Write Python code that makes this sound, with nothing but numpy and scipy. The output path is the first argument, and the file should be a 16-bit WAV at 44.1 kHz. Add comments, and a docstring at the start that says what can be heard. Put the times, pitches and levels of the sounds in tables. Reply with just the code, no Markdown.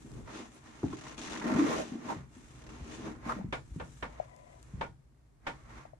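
"""Squeezing into a boat's fore cabin

Someone edges through a narrow doorway into the wood-panelled cabin of a moored boat, heard close up on
a camera's two microphones. Clothes drag along the door frame and make the panel drone and judder;
steps thud on the hollow floor and loose boards clack. Right at the microphones, fingers tick and shift
on the camera body. Underneath, the hull rumbles as weight shifts."""
import sys
import numpy as np
from scipy import signal
from scipy.fft import rfft, irfft, next_fast_len
from scipy.io import wavfile

SR = 44100
rng = np.random.default_rng(int(sys.argv[2]) if len(sys.argv) > 2 else 0)


def store_wav(level_fs):
    """Save 16-bit WAV to argv[1]."""
    pcm = np.round(np.clip(np.atleast_2d(level_fs), -1, 1) * 32767)
    wavfile.write(sys.argv[1], SR, pcm.T.astype(np.int16))


N = 264148
TIME = np.arange(N) / SR

# decay of the cabin's echoes: (frequency [Hz], time to fall 60 dB [s])
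CABIN_DECAY = [(150, 0.43), (400, 0.18), (1000, 0.17), (2800, 0.15), (8000, 0.28)]
# spectra of the hull's rumble and the room tone: (frequency [Hz], relative level [dB])
HULL_COLOUR = [(20, -39), (33, -9), (45, -2), (57, 8.5), (76, -4.5), (98, -5), (135, 3.5), (190, -18),
               (600, -51)]
ROOM_TONE_COLOUR = [(200, -6), (700, -5.5), (3200, -20.5), (13000, -24)]
# leans that load the hull: (middle [s], half length [s], relative rumble [dB])
LEANS = [(0.184, 0.078, -48.5), (1.223, 0.67, -61.5), (3.305, 0.82, -56), (4.826, 0.16, -58),
         (5.706, 0.19, -58)]
# strokes of clothing along the woodwork, with relative levels as each ends:
# (start [s], end [s], attack [s], swell [dB], rub [dB], fibre hiss [dB], panel drone [dB])
STROKES = [(0, 0.19, .03, 12.5, -66, -66.5, -46.5), (0.277, 0.323, 0.0056, -3.5, -54, -73, -62),
           (0.357, 0.403, 0.063, 1, -51, -55.5, -45), (0.528, 0.562, 0.024, 8, -63.5, -65.5, -57),
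           (0.669, 0.87, 0.06, -2, -61.5, -65, -60.5), (0.958, 1.126, 0.11, 1, -54, -57.5, -53),
           (1.18, 1.386, 0.0033, 7, -47.5, -50.5, -43), (1.452, 1.604, 0.024, 0.5, -39.5, -55, -34),
           (1.693, 1.794, 0.17, -5.5, -43.5, -47.5, -39.5), (1.826, 1.937, 0.08, 12, -57, -61, -45),
           (2.106, 2.107, 0.067, 0.5, -44.5, -54.5, -38.5), (2.34, 2.657, 0.049, -1.5, -69.5, -67, -63.5),
           (2.7, 2.897, 0.11, -3.5, -60.5, -64, -55.5), (2.942, 2.947, 0.054, -7, -62.5, -54.5, -50.5),
           (3.047, 3.067, 0.098, 4.5, -47, -59, -38), (3.275, 3.333, 0.035, -1.5, -45.5, -60, -46),
           (3.876, 4.009, 0.24, -16.5, -87, -66, -76), (4.104, 4.207, 0.039, 6.5, -58, -72.5, -62.5),
           (4.64, 4.818, 0.75, 11.5, -61.5, -71, -55.5), (5.469, 5.622, 0.024, -6.5, -64.5, -73, -65),
           (5.702, 5.814, 0.038, 0.5, -55, -68.5, -59)]
# spectra of the cloth's rub, its fibres and their tips alone: (frequency [Hz], relative level [dB])
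RUB_COLOUR = [(200, -67), (400, -4), (600, 2.5), (1100, 5), (1450, 1.5), (2200, 0), (2900, -14.5),
              (4500, -17.5), (9000, -26)]
FIBRE_COLOUR = [(1200, 1.5), (2600, 7), (3600, 3), (5200, 1), (6600, 2.5), (7700, -4), (10000, -11),
                (13000, -30)]
TIPS_COLOUR = [(1500, 2), (4500, -6.5), (7600, -0.5), (13000, -13.5)]
# door frame modes: (frequency [Hz], gain [dB])
FRAME_MODES = [(497, -3.5), (631, -1), (780, -6.5), (904, -3), (1053, -1.5), (1158, -8.5), (1367, -2),
               (1860, -5)]
# door panel modes: (frequency [Hz], width [Hz], gain [dB])
PANEL_MODES = [(236.5, 20, -1.5), (257, 39, -5.5), (306.9, 17.8, 0.5), (330.5, 48, -20.5), (381, 24, -10)]
# tilt of the panel's drone: (frequency [Hz], relative level [dB])
DRONE_COLOUR = [(80, 4.5), (200, -1.5), (1200, -3.5), (6000, -19)]
# bumps against the panelling: (time [s], pitch [Hz], level [dB])
BUMPS = [(0.045, 231, -44.5), (0.356, 323, -39.5), (0.8311, 362, -27), (0.839, 281, -22.5),
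         (0.932, 343, -31.5), (1.918, 240, -31), (1.953, 280, -30.5), (2.364, 269, -43.5),
         (3.066, 336, -33), (3.261, 238, -33), (3.363, 233, -33.5), (3.394, 202, -32.5)]
# faint high clicks: (time [s], level [dB])
CLICKS = [(0.117, -55), (0.935, -60), (2.592, -62), (4.283, -66), (4.363, -57), (4.628, -49.5)]
# short scrapes: (time [s], half length [s], middle tone [Hz], level [dB])
SCUFFS = [(0.557, 0.015, 9500, -66), (0.833, 0.0022, 980, -40.5), (0.933, 0.0062, 1100, -42.5),
          (1.706, 0.049, 436, -36), (1.732, 0.018, 1090, -36), (1.802, 0.028, 606, -39),
          (2.111, 0.016, 956, -34.5), (3.298, 0.0068, 1210, -36), (3.318, 0.0069, 1200, -33),
          (3.389, 0.0073, 535, -41.5)]
# spectrum of a scrape: (frequency [times its middle tone], relative level [dB])
SCUFF_COLOUR = [(0.25, -28), (0.74, -10), (1, 0), (1.18, -8), (2, -27), (10, -43)]
# footfalls: (time [s], level [dB], brightness [dB/octave])
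STEPS = [(.838, -28, 2.5), (1.548, -29.5, 9), (2.163, -37.5, 0), (2.203, -46, -7), (2.806, -44, -14.5),
         (3.444, -31, 13), (3.709, -52, -25), (3.761, -33, 12), (4.736, -35.5, -10)]
# modes of the hollow floor: (frequency [Hz], gain [dB], swell time [s])
FLOOR_MODES = [(69.5, -12, 0.018), (147.5, 3.5, 0.0047), (238, -9, 0.0031)]
# taut cloth chatters along the frame: (start [s], end [s])
CHATTERS = [(0.85, 1.57), (2.619, 2.7)]
# fabric catches on the frame as the squeeze begins: (time [s], level [dB])
CREAKS = [(1.065, -46), (1.114, -54), (1.278, -43), (1.317, -56), (1.339, -43), (1.36, -40.5), (1.414, -39)]
# spectrum of those creaks: (frequency [Hz], relative level [dB])
CREAK_COLOUR = [(300, -41), (900, 5), (2000, 3), (3200, -19), (13000, -31)]
# the panel judders where the squeeze is tightest: (time [s], pitch [Hz], level [dB])
JUDDERS = [(1.516, 245, -22), (1.554, 240, -26.5), (1.587, 301, -18.5), (1.615, 293, -19.5),
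           (1.642, 294, -21.5)]
# hollow finger ticks on the camera body: (time [s], pitch [Hz], level [dB])
TICKS = [(3.411, 784, -40), (4.199, 662, -24), (5.852, 670, -42.5), (5.933, 634, -43.5)]
# clacks of loose boards: (time [s], level [dB], brightness above 1 kHz [dB/octave])
CLACKS = [(3.524, -34, -0.5), (3.797, -40.5, -3), (4.024, -36.5, -2.5), (4.809, -33, -1.9),
          (5.466, -34.5, -1)]
# spectrum of a clack: (frequency [Hz], relative level [dB])
CLACK_COLOUR = [(70, -12), (450, -7.5), (950, -3.5), (1700, -7), (3300, -14.5), (4500, -24.5),
                (7500, -31.5), (13000, -45.5)]
# modes of a loose board and of the camera body: (frequency [Hz], width [Hz], gain [dB])
BOARD_MODES = [(500, 170, -2.5), (780, 10, -1.5), (915, 79, -2.5), (1433, 19, 11), (1787, 50, 1.5),
               (2250, 170, 1.5)]
CASING_MODES = [(637, 270, 3.5), (984, 37, 3), (1950, 220, -3)]
# the left microphone hears more of the treble: (frequency [Hz], left minus right [dB])
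MIC_BALANCE = [(300, 1), (1800, -2.5), (3800, 3.5), (7500, 7.5), (12000, -3)]

OPPOSED = np.array([[1], [-1]])  # opposite signs for a pair of channels


def amp(db):
    """Decibels to gain."""
    return 10 ** (np.asarray(db) / 20)


def unit(x):
    """Scale to rms 1."""
    return x / np.sqrt(np.mean(x ** 2))


def at_hz(table, f):
    """Read a table on a log-frequency axis."""
    hz, value = np.transpose(table)
    return np.interp(np.log(f + 1), np.log(hz), value)


def shape(x, response):
    """Filter by a gain that is a function of frequency."""
    size = 2 * next_fast_len(x.shape[-1] // 2 + 1)
    hz = np.arange(size // 2 + 1) * SR / size
    return irfft(rfft(x, size) * response(hz), size)[..., :x.shape[-1]]


def colour(x, table):
    """Filter by a spectrum table and scale to rms 1."""
    return unit(shape(x, lambda hz: amp(at_hz(table, hz))))


def resonate(x, modes):
    """Pass a signal through parallel resonances."""
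    return sum(amp(db) * signal.lfilter(*signal.iirpeak(hz, hz / width, fs=SR), x)
               for hz, width, db in modes)


def add(out, start_s, sound):
    """Mix a sound in at its start time."""
    i = int(start_s * SR)
    out[:, i:i + sound.shape[1]] += sound[:, :N - i]


def mic_pair(pair, split_hz, likeness=0.84):
    """Two unrelated signals at two closely spaced microphones: long waves reach both alike."""
    mid, side = shape(pair, lambda hz: np.sqrt(1 + OPPOSED * likeness / (1 + (hz / split_hz) ** 4)))
    return np.array([mid + side, mid - side]) / np.sqrt(2)


def reflections():
    """Dense echoes between the cabin's close panels, at unit energy; the bass lasts longest."""
    t = TIME[:SR // 2]
    noise = mic_pair(rng.standard_normal((2, len(t))), split_hz=290)
    centres, t60s = np.transpose(CABIN_DECAY)
    tail = 0
    for share, t60 in zip(np.eye(len(centres)), t60s):
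        band = shape(noise, lambda hz: at_hz(np.c_[centres, share], hz))
        tail += band * amp(-60 * t / t60)
    return unit(tail) / np.sqrt(len(t))


def in_cabin(sound, wet_db, delay_s=0.0058):
    """A sound near the microphones, followed by the echoes of the panelling."""
    response = np.pad(reflections() * amp(wet_db), ((0, 0), (int(delay_s * SR), 0)))
    response[:, 0] += 1  # the direct path
    return signal.fftconvolve(sound[None], response, axes=1)


def hull(rest_db=-67.5, room_tone_db=-75):
    """The hull rumbles all around as each lean loads it and lets go, with a thin, steady room tone."""
    rumble = colour(mic_pair(rng.standard_normal((2, N)), split_hz=560), HULL_COLOUR)
    room_tone = colour(mic_pair(rng.standard_normal((2, N)), split_hz=110), ROOM_TONE_COLOUR)
    lean_power = sum(amp(db) ** 2 * np.exp(-((TIME - s) / half_s) ** 2) for s, half_s, db in LEANS)
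    sway = np.sqrt(amp(rest_db) ** 2 + lean_power)
    return rumble * sway * amp(4) + room_tone * amp(room_tone_db)


def stroke(start, end, attack_s, swell_db, release_s=0.057):
    """Gain of one stroke: it takes hold, swells or eases as the pressure changes, then slides off."""
    progress = np.clip((TIME - start) / (end - start), 0, 1)
    edges = np.maximum(start - TIME, 0) / attack_s + np.maximum(TIME - end, 0) / release_s
    return amp(swell_db * (progress - 1)) * np.exp(-edges)


def strokes():
    """Gains of rub, fibre hiss and panel drone in the doorway; overlapping strokes add in power."""
    rub, hiss, panel = amp([-84, -93.5, -74]) ** 2  # clothes at rest
    for start, end, attack_s, swell_db, rub_db, hiss_db, panel_db in STROKES:
        pressure = stroke(start, end, attack_s, swell_db)
        rub += (amp(rub_db) * pressure) ** 2
        panel += (amp(panel_db) * pressure) ** 2
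        hiss += (amp(hiss_db) * stroke(start, end, attack_s, swell_db=0)) ** 2
    return np.sqrt([rub, hiss, panel])


def slips(per_s, spread_db):
    """Threads catch and let go: two streams of dense clicks of uneven size."""
    hit = rng.random((2, N)) < per_s / SR
    sign = rng.choice([-1, 1], (2, N))
    size = np.minimum(rng.exponential(size=(2, N)), 4)
    return hit * sign * amp(spread_db * size)


def snags(per_s, decay_s, depth):
    """Gain of a slide that snags now and then: each release jumps up and fades; rms 1."""
    releases = (rng.random(N) < per_s / SR) * rng.random(N)
    fading = signal.lfilter([1], [1, -np.exp(-1 / (decay_s * SR))], releases)
    return unit(1 + depth * fading)


def frame_ring(x, width_hz=12.5):
    """The lightly damped ring of the door frame."""
    return resonate(x, [(hz, width_hz, db) for hz, db in FRAME_MODES])


def cloth(rub_gain, hiss_gain, firm_db=-62, light_db=-64):
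    """Fabric jerks along the frame, close by: a papery rub, coloured by the wood, and a fibre hiss."""
    firm = 1 / (1 + amp(firm_db) / rub_gain)
    # firm pressure partly evens out the snags and makes the frame ring
    jerks = snags(per_s=40, decay_s=0.007, depth=0.92) ** (1 - firm / 2) * chatter()
    catches = mic_pair(slips(per_s=5000, spread_db=1), split_hz=430) * jerks
    ringing = colour(catches + amp(10.5) * frame_ring(catches), RUB_COLOUR)
    rub = firm * ringing + (1 - firm) * colour(catches, RUB_COLOUR)
    fibres = slips(per_s=6000, spread_db=2.5) * jerks
    # the nearest panels throw the hiss back within a few milliseconds
    fibres += signal.fftconvolve(fibres, reflections()[:, :SR // 150], axes=1)[:, :N]
    # under a light touch only the fibre tips brush, and the hiss is thinner and higher
    light = 1 / (1 + (rub_gain / amp(light_db)) ** 2)
    hiss = (1 - light) * colour(fibres, FIBRE_COLOUR) + light * colour(fibres, TIPS_COLOUR)
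    return rub * rub_gain * amp(1.5) + hiss * hiss_gain * amp(3.5)


def panel_drone(gain):
    """Stick and slip against the thin door panel keeps its low modes ringing."""
    catches = mic_pair(slips(per_s=650, spread_db=1.5), split_hz=380)
    return colour(resonate(catches, PANEL_MODES), DRONE_COLOUR) * gain


def soft_knock(hz, swell_s):
    """A damped resonance under a soft push: it swells to 1 and dies within a few cycles."""
    t = TIME[:SR // 4]
    age = t / swell_s
    return age ** 2 * np.exp(2 - 2 * age) * np.sin(2 * np.pi * hz * t)


def thud(hz, swell_s):
    """One low resonance in the cabin; a deep one hardly fits between the walls, so it echoes less."""
    return in_cabin(soft_knock(hz, swell_s), wet_db=-2.5 + 2 * np.log2(hz / 300))


def bumps(swell_cycles=1.3, overtone_ratio=2.7, hard_db=-20.5):
    """The body bumps the nearby panelling; harder bumps bring out an overtone."""
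    out = np.zeros((2, N))
    for s, hz, db in BUMPS:
        upper_hz = hz * overtone_ratio
        hardness = amp(db - hard_db)
        overtone = amp(-10.5) * hardness * thud(upper_hz, swell_cycles / upper_hz)
        add(out, s, amp(db) * (thud(hz, swell_cycles / hz) + overtone))
    return out


def crack(hz, width_hz, decay_s):
    """A burst of bright noise that swells to rms 1 and dies at once."""
    band = [(hz, width_hz, 0)]
    noise = unit(resonate(resonate(rng.standard_normal((2, SR // 10)), band), band))
    age = TIME[:SR // 10] / decay_s
    return noise * age * np.exp(1 - age)


def clicks():
    """Faint, very short, high clicks."""
    out = np.zeros((2, N))
    for s, db in CLICKS:
        add(out, s, amp(db) * crack(hz=6900, width_hz=6200, decay_s=0.0006))
    return out


def scuffs():
    """Short gritty scrapes ring the frame, close and dry, each around its own middle tone."""
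    out = np.zeros((2, N))
    grit = slips(per_s=2700, spread_db=2) * snags(per_s=42, decay_s=0.01, depth=1)
    grit += amp(7) * frame_ring(grit)
    for s, half_s, hz, db in SCUFFS:
        span = abs(TIME - s) < 0.2
        scrape = colour(grit[:, span], [(hz * ratio, level) for ratio, level in SCUFF_COLOUR])
        swell = np.exp(-((TIME[span] - s) / half_s) ** 2 / 2)
        out[:, span] += amp(db) * scrape * swell
    return out


def steps(pivot_hz=147.5):
    """Feet ring the hollow floor below the microphones; a firmer heel favours its upper modes."""
    out = np.zeros((2, N))
    for s, db, brightness in STEPS:
        for hz, mode_db, swell_s in FLOOR_MODES:
            heel_db = brightness * np.log2(hz / pivot_hz)
            add(out, s, amp(db + mode_db + heel_db) * thud(hz, swell_s))
    return out


def chatter(rate_hz=53.1, jitter=0.45, fade_db=8):
    """Gain of taut cloth that slips almost regularly and fades between slips; 1 at other times."""
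    gain = np.ones(N)
    for start, end in CHATTERS:
        gaps = (1 + jitter * rng.uniform(-1, 1, 64)) / rate_hz
        slip_times = start + np.r_[0, np.cumsum(gaps)]
        taut = (TIME > start) & (TIME < end)
        last_slip = slip_times[np.searchsorted(slip_times, TIME[taut]) - 1]
        gain[taut] = unit(amp(-fade_db * rate_hz * (TIME[taut] - last_slip)))
    return gain


def creaks(swell_s=0.0032):
    """Fabric catches in the doorway: each creak is a short cluster of slips that rings the frame."""
    catches = mic_pair(slips(per_s=2500, spread_db=1), split_hz=1900)
    gain = np.zeros(N)
    for s, db in CREAKS:
        age = np.maximum(TIME - s, 0) / swell_s
        gain += amp(db) * age * np.exp(1 - age)
    return colour(catches + frame_ring(catches), CREAK_COLOUR) * gain


def panel_judder():
    """The door panel sticks and lets go a few times in uneven succession."""
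    out = np.zeros((2, N))
    for s, hz, db in JUDDERS:
        add(out, s, amp(db) * in_cabin(soft_knock(hz, swell_s=0.009), wet_db=-5.5))
    return out


def through_casing(sound, left_lead_db=11.5):
    """Handling on the left of the casing pushes the two microphones in opposite directions."""
    return sound * amp(OPPOSED * left_lead_db / 2) * OPPOSED


def finger_ticks(swell_cycles=1.73):
    """Fingers tick on the hollow camera body, right at the microphones, with little echo."""
    out = np.zeros((2, N))
    for s, hz, db in TICKS:
        add(out, s, amp(db) * in_cabin(soft_knock(hz, swell_cycles / hz), wet_db=-13))
    return through_casing(out)


def loose_boards(rise_s=0.0045, scatter_db=4, ring_db=-1, snap_db=-10):
    """A loose board meets its frame with a dry snap; the clack follows by way of the walls."""
    out = np.zeros((2, N))
    shared_echoes = reflections()  # the clacks are partly alike
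    rise = np.minimum(TIME[:SR // 2] / rise_s, 1)
    for s, db, brightness in CLACKS:
        echoes = (shared_echoes + reflections()) * rise
        tone = [(hz, level + brightness * max(np.log2(hz / 1000), 0)) for hz, level in CLACK_COLOUR]
        # each blow lands on another spot and favours other modes
        modes = [(hz, width, gain + scatter_db * rng.standard_normal())
                 for hz, width, gain in BOARD_MODES]
        clack = colour(echoes + amp(ring_db) * resonate(echoes, modes), tone)[:, :SR // 3]
        add(out, s, amp(db) * clack / np.std(clack[:, :SR // 40]))  # the first 25 ms set the level
        snap = crack(hz=2900, width_hz=1280, decay_s=0.0037)
        add(out, s, amp(db + snap_db + brightness) * snap)
    return out


def finger_slide():
    """Fingertips slide on the camera body and ring its casing, right at the microphones."""
    friction = slips(per_s=1300, spread_db=2.5)[0] * snags(per_s=6.3, decay_s=0.022, depth=0.34)
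    hollow = unit(resonate(resonate(friction, CASING_MODES), CASING_MODES))
    pressure = stroke(start=4.1, end=4.56, attack_s=0.015, swell_db=0)
    return through_casing(hollow * pressure * amp(-61))


def scene():
    """The doorway, the cabin, handling noise, faint clicks and the hull, from the camera's position."""
    rub_gain, hiss_gain, panel_gain = strokes()
    doorway = cloth(rub_gain, hiss_gain) + creaks() + panel_drone(panel_gain) + panel_judder() + scuffs()
    cabin = steps() + bumps() + loose_boards()
    return doorway + cabin + finger_ticks() + clicks() + finger_slide() + hull()


def record(dry, roll_hz=11200, cut_hz=13400):
    """The camera's microphones differ in colour and roll off gently; the top of the treble is cut."""
    heard = shape(dry, lambda hz: amp(OPPOSED * at_hz(MIC_BALANCE, hz) / 2))
    softened = signal.sosfilt(signal.butter(4, roll_hz, fs=SR, output="sos"), heard)
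    return signal.sosfilt(signal.ellip(8, 0.2, 70, cut_hz, fs=SR, output="sos"), softened)


dry = scene()
out = record(dry)
store_wav(out)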